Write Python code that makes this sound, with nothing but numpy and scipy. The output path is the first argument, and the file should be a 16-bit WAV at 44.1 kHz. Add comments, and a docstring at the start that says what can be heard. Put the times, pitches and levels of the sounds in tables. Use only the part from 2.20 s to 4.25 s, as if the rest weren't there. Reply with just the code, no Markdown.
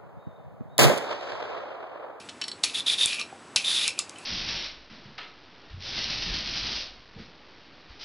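"""A swivel peeler is drawn along a carrot over a board in a small hard kitchen, heard by one microphone.
The room hums softly throughout. The loose blade first clacks in its frame, lands, rasps through the skin
in jerks and snaps free; a strip of peel drops, the blade lands and rasps again, and clacks close the scene.
Clacks are noise bursts that excite damped modes; the rasp is dense random grains sent through resonances."""
import sys
import numpy as np
from scipy import signal
from scipy.fft import rfft, irfft
from scipy.io import wavfile

SR = 44100
rng = np.random.default_rng(int(sys.argv[2]) if len(sys.argv) > 2 else 0)


def to_linear_factor(level_db):
    """Convert decibel levels (scalar or array-like) to linear amplitude factors."""
    exponent = np.asarray(level_db, float) / 20
    return 10 ** exponent


def store_wav(level_fs):
    """Save 16-bit WAV to argv[1]."""
    pcm = np.round(np.clip(np.atleast_2d(level_fs), -1, 1) * 32767)
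    wavfile.write(sys.argv[1], SR, pcm.T.astype(np.int16))


N = 90405   # length in samples


def rms_one(x):
    """Normalisation: the root mean square becomes 1."""
    return x / np.sqrt(np.mean(x ** 2) + 1e-20)


def at_hz(points, hz):
    """Interpolation along a logarithmic frequency axis."""
    point_hz, value = np.transpose(points)
    return np.interp(np.log(hz), np.log(point_hz), value)


def colour(x, spectrum):
    """Spectral shaping: a zero-phase filter imposes a spectrum; rms 1."""
    hz = np.arange(N // 2 + 1) * SR / N + 1   # 1 Hz up, so that the logarithm exists
    return rms_one(irfft(rfft(x) * to_linear_factor(at_hz(spectrum, hz)), N))


def resonate(x, peaks):
    """Resonance: parallel two-pole filters of alternating sign, each (Hz, width Hz, dB); rms 1."""
    out = 0
    for k, (hz, width_hz, db) in enumerate(peaks):
        r = np.exp(-np.pi * width_hz / SR)
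        poles = [1, -2 * r * np.cos(2 * np.pi * hz / SR), r * r]
        out = out + (-1) ** k * to_linear_factor(db) * signal.lfilter([1 - r, 0, r - 1], poles, x)
    return rms_one(out)


def ring(clicks, hz, t60):
    """Impulse response of a damped mode: a unit click sets a sine of height 1 ringing."""
    r, w = to_linear_factor(-60 / (t60 * SR)), 2 * np.pi * hz / SR
    return signal.lfilter([0, np.sin(w)], [1, -2 * r * np.cos(w), r * r], clicks + 1e-18)


def high_pass(x, order, hz):
    """Butterworth filter: frequencies below the corner are attenuated."""
    return signal.sosfilt(signal.butter(order, hz, "high", fs=SR, output="sos"), x)


def drift(corner_hz):
    """Random modulation: white noise through two equal low-pass poles, spread 1."""
    r = np.exp(-2 * np.pi * corner_hz / SR)
    return rms_one(signal.lfilter([1], [1, -2 * r, r * r], rng.standard_normal(N)))


def grips(rows):
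    """Contact envelope: linear rise, hold with a slope in dB, exponential release."""
    attack_s, release_s = 0.006, 0.0091
    t, out = np.arange(N) / SR, 0
    for start, end, db, change_db in rows:
        rise = np.clip((t - start) / attack_s, 0, 1)
        release = np.exp(-np.clip(t - end, 0, None) / release_s)
        slope_db = change_db * np.clip((t - start) / (end - start), 0, 1)
        out = out + rise * release * to_linear_factor(db + slope_db)
    return out


def room_tone():
    """Stationary noise: a broad soft spectrum with a faint narrow-band whine above it."""
    # air noise spectrum: frequency_hz, relative_level_db (per Hz)
    air_spectrum = [(15, -92), (25, -65), (81, -10), (169, -8.5), (207, -5.5), (281, -3.5), (531, -6.5),
                    (668, -7), (1110, -8), (1400, -10), (2450, -16), (11000, -29.5), (14300, -69),
                    (22000, -120)]
    white = rng.standard_normal((2, N))
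    air = to_linear_factor(-48.5) * colour(white[0], air_spectrum)
    whine = to_linear_factor(-65) * resonate(white[1], [(7900, 100, 0)])
    return air + whine


def kitchen(x):
    """Reverberation: convolution with noise that decays exponentially, band by band."""
    # reverberation time, for a fall of 60 dB: frequency_hz, t60_s
    room_t60 = [(500, 0.13), (2500, 0.17), (6000, 0.2), (11000, 0.096)]
    gap_s = 0.0076   # silence before the first reflections
    t = np.arange(SR // 2) / SR
    edges = 350 * 2 ** np.arange(0, 5.6, .5)   # half-octave bands, Hz
    white = rng.standard_normal((2, len(t)))
    tail = 0
    for k, (low, high) in enumerate(zip(edges, edges[1:])):
        band = signal.butter(2, [low, high], "band", fs=SR, output="sos")
        decay = to_linear_factor(-60 * t / at_hz(room_t60, np.sqrt(low * high)))
        tail = tail + signal.sosfilt(band, white[k % 2]) * decay
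    tail = tail * (t > gap_s)
    return signal.fftconvolve(x, tail / np.sqrt(np.sum(tail ** 2)))[:N]


def thumps():
    """Impulsive excitation: hard contacts push a dull thump, a low-passed pulse, through the board."""
    # board thumps: start_s, peak_db
    contacts = [(0.437, -27.5), (0.516, -41), (0.8601, -23), (1.359, -27), (1.68, -32), (1.738, -52)]
    corner_hz = 500
    s, db = np.transpose(contacts)
    pulses = np.zeros(N)
    pulses[(s * SR).astype(int)] = to_linear_factor(db)
    return signal.lfilter([1], [1, -np.exp(-2 * np.pi * corner_hz / SR)], pulses)


def peel_drop():
    """Damped oscillation: a strip of peel lands with a soft dull pat, one decaying sine."""
    # landing peel: start_s, level_db, pitch_hz, t60_s
    landings = [(1.127, -33, 787, 0.044)]
    out = 0
    for s, db, hz, t60 in landings:
        out = out + ring(to_linear_factor(db) * (np.arange(N) == int(s * SR)), hz, t60)
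    return out


def clacks():
    """Modal excitation: a tick and a short noisy crack ring most the modes near the strongest region."""
    # blade clacks: start_s, crack_level_db, centre_hz (strongest region), crack_s (decay), ringing_db
    hits = [(0.088, -30.5, 3050, 0.0028, 4), (0.094, -26, 3550, 0.0012, 3.5), (0.099, -33, 3300, .004, 1),
            (0.2148, -21, 4150, 0.0017, 0), (0.217, -35.5, 5450, 0.0036, 8), (0.219, -20, 3050, 0.0024, 1),
            (0.2395, -25, 4420, 0.0033, 2), (0.25, -41, 3700, 0.0033, -6), (0.2804, -25, 5470, .004, -0.5),
            (0.283, -28, 4100, 0.0037, 3), (0.316, -25, 4230, .003, -2), (0.434, -20, 4000, 0.0045, -9.5),
            (0.437, -6.5, 4250, 0.0022, -6.5), (0.4405, -25, 4050, .003, -8),
            (0.446, -12.5, 4350, 0.0017, -15), (0.518, -43, 1300, .001, -15),
            (0.8592, -1, 9500, 0.00022, -16), (0.93, -21, 4760, 0.002, -1), (0.9966, -17, 3420, 0.0015, -6),
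            (1.0, -32, 1200, 0.011, 3.5), (1.013, -19.5, 4060, 0.0015, -5),
            (1.3604, -4.5, 4370, 0.0026, -7.5), (1.365, -17, 2670, 0.0023, 4), (1.373, -38, 3880, .003, 0),
            (1.679, -4.5, 4800, 0.00076, -14), (1.682, -14, 2650, 0.0024, -3.5),
            (1.77, -53, 4150, .003, -4), (1.79, -8, 4900, 0.0036, -19.5), (1.791, -31.5, 1200, .002, 6),
            (1.798, -28, 2670, 0.0034, 5), (1.895, -23.5, 4630, 0.0021, -19),
            (1.958, -37.5, 3030, 0.0035, 2.5), (1.985, -33, 7900, 0.0018, 6)]
    # peeler modes: pitch_hz, relative_level_db, t60_s
    modes = [(1200, -1, 0.024), (1860, -33, 0.017), (2360, -2, 0.02), (2670, -5, 0.037),
             (3040, -5.5, 0.043), (3860, -7.5, 0.014), (4100, 1.5, 0.022), (4420, 4.5, 0.014),
             (5446, 1, 0.032), (5640, -9.5, 0.019), (8600, -11, 0.034)]
    focus_db_per_octave, modes_db = 31, -0.5
    relative_width, unfiltered_db = 1.33, -9.5   # region width over centre; share of the raw crack
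    span = SR // 25
    t, out = np.arange(span) / SR, np.zeros(N + SR)
    noise = rng.standard_normal((len(hits), span))
    mode_luck_db = rng.standard_normal((len(hits), len(modes)))
    trains = np.zeros((len(modes), N + SR))
    hz, mode_db, t60 = np.transpose(modes)
    for (s, db, centre_hz, crack_s, ring_db), burst, luck_db in zip(hits, noise, mode_luck_db):
        i = int(s * SR)
        tick = 1.48 * (t == 0)
        crack = .45 * burst * np.exp(-t / max(crack_s, 1e-4)) + tick
        region = [(centre_hz, relative_width * centre_hz, 0)]
        body = resonate(resonate(crack, region), region) + to_linear_factor(unfiltered_db) * rms_one(crack)
        out[i:i + span] += to_linear_factor(db) * body / np.abs(body).max()
        distance_db = focus_db_per_octave * np.abs(np.log2(hz / centre_hz))
        gains = to_linear_factor(db + ring_db + modes_db + mode_db - distance_db + luck_db)
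        trains[:, i:i + span] += gains[:, None] * crack / np.sqrt(np.sum(crack ** 2))
    cracks = high_pass(out[:N], 3, 1760)
    rings = sum(ring(train[:N], f, d) for train, f, d in zip(trains, hz, t60))
    return cracks + high_pass(rings, 2, 950)


def tear_grains():
    """Shot noise: fibres tear in dense random grains, whose level judders by chance."""
    grains_per_s = 3500
    size_db = 3.5 * np.minimum(rng.exponential(1, N), 5)
    sizes = to_linear_factor(size_db) * rng.choice([-1, 1], N)
    judder = drift(96)
    grains = sizes * (rng.random(N) < grains_per_s / SR) * to_linear_factor(2.5 * judder)
    return grains, judder


def skids(grains):
    """Broad resonance: the edge skids without cutting, and grains excite one wide band twice filtered."""
    # skids: start_s, end_s, level_db, change_db (reached at the end)
    contacts = [(0.45, 0.5, -42, -2.5), (0.876, 0.945, -30.5, -8.5), (1.375, 1.41, -35, -5.5),
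                (1.645, 1.675, -46, -10)]
    band = [(3260, 1600, 0)]
    shifted = np.roll(grains, N // 3)   # decorrelates it from the bite
    return grips(contacts) * resonate(resonate(shifted, band), band)


def slides(grains, judder, bite):
    """Friction noise: sliding along the carrot, and biting, hisses; sliding also hums in the frame."""
    # strokes, each a list of: time_s, hiss_db, hum_db
    strokes = [
        [(0.0, -45, -49), (0.04, -59.5, -59), (0.08, -55, -66)],
        [(0.44, -18, -26), (0.46, -36, -40), (0.505, -40, -49), (0.535, -44, -49), (0.59, -30.5, -40),
         (0.625, -58, -61), (0.66, -47, -50), (0.7, -32, -38), (0.76, -40.5, -49), (0.82, -29.5, -42),
         (0.865, -32, -39), (0.9, -32, -36), (0.945, -33.5, -34), (0.985, -44, -39), (1.0, -32.5, -28.5),
         (1.025, -47, -40), (1.08, -61, -62), (1.11, -70, -56)],
        [(1.365, -20, -30), (1.39, -39, -34), (1.42, -37, -40), (1.445, -40, -43.5), (1.5, -28, -44),
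         (1.6, -33, -39.5), (1.672, -29.5, -30.5), (1.695, -36, -34), (1.72, -50, -47), (1.762, -55.5, -50.5),
         (1.8, -42, -39), (1.83, -55.5, -68), (1.88, -58, -56), (1.95, -62, -60), (1.99, -53.5, -49),
         (2.05, -52, -63)],
    ]
    # hiss spectrum: frequency_hz, relative_level_db (per Hz)
    hiss_spectrum = [(600, -12), (1800, -1.5), (2500, 3), (4500, 8), (6200, 1), (8500, -3.5), (10300, 1.5),
                     (11500, 1.5)]
    # plastic frame resonances: pitch_hz, width_hz, relative_level_db
    frame_modes = [(2410, 100, 3), (2665, 96, 2.5), (3050, 460, -7.5)]
    hiss_judder_db, grain_share, bite_hiss_db = 0.9, 0.3, -4
    t, slide, hum = np.arange(N) / SR, 0, 0
    white = rng.standard_normal(N) * to_linear_factor(hiss_judder_db * judder)
    hiss = colour(white + grain_share * rms_one(grains), hiss_spectrum)
    # reversed grains decorrelate the frame from the bite
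    frame = resonate(resonate(grains[::-1], frame_modes), [(2650, 990, 0)])
    for rows in strokes:
        s, hiss_db, hum_db = np.transpose(rows)
        slide = slide + to_linear_factor(np.interp(t, s, hiss_db, -120, -120))
        hum = hum + to_linear_factor(np.interp(t, s, hum_db, -120, -120))
    return np.hypot(slide, to_linear_factor(bite_hiss_db) * bite) * hiss + hum * frame


def rasp():
    """Grain-driven resonance: the edge bites under the skin in jerks and rings; slides and skids join it."""
    # bites: start_s, end_s, level_db, change_db (reached at the end)
    jerks = [(0.537, 0.599, -31, 1.5), (0.66, 0.74, -24.5, 1), (0.778, 0.836, -27.5, 6.5),
             (0.845, 0.859, -31.5, 0), (1.441, 1.64, -27, 0.5)]
    # resonances of the cutting edge: pitch_hz, width_hz, relative_level_db
    edge_modes = [(3540, 245, 8), (3977, 360, -1)]
    grains, judder = tear_grains()
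    bite = grips(jerks)
    edge = resonate(resonate(grains, edge_modes), [(3700, 2600, 0)])
    return bite * edge + slides(grains, judder, bite) + skids(grains)


def scene():
    """Superposition: hands at the board and the room around them, the same in both channels."""
    near = rasp() + clacks() + peel_drop()
    reverberation = to_linear_factor(-12.5) * kitchen(near)
    peeler = high_pass(near + reverberation, 2, 77)   # low limit of the microphone
    return np.tile(peeler + thumps() + room_tone(), (2, 1))


def band_limit(x):
    """A steep low-pass at the top of the band."""
    return signal.sosfilt(signal.butter(12, 12360, fs=SR, output="sos"), x)


def record(dry):
    """Band limitation: a zero-phase filter cuts the top steeply without delay."""
    # upper band limit: frequency_hz, gain_db
    top_cut = [(11000, 0), (11040, -26), (11600, -48), (12500, -68), (14000, -90)]
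    hz = np.arange(N // 2 + 1) * SR / N + 1
    mix = irfft(rfft(dry) * to_linear_factor(at_hz(top_cut, hz)), N)
    return band_limit(mix)


dry = scene()
out = record(dry)
store_wav(out)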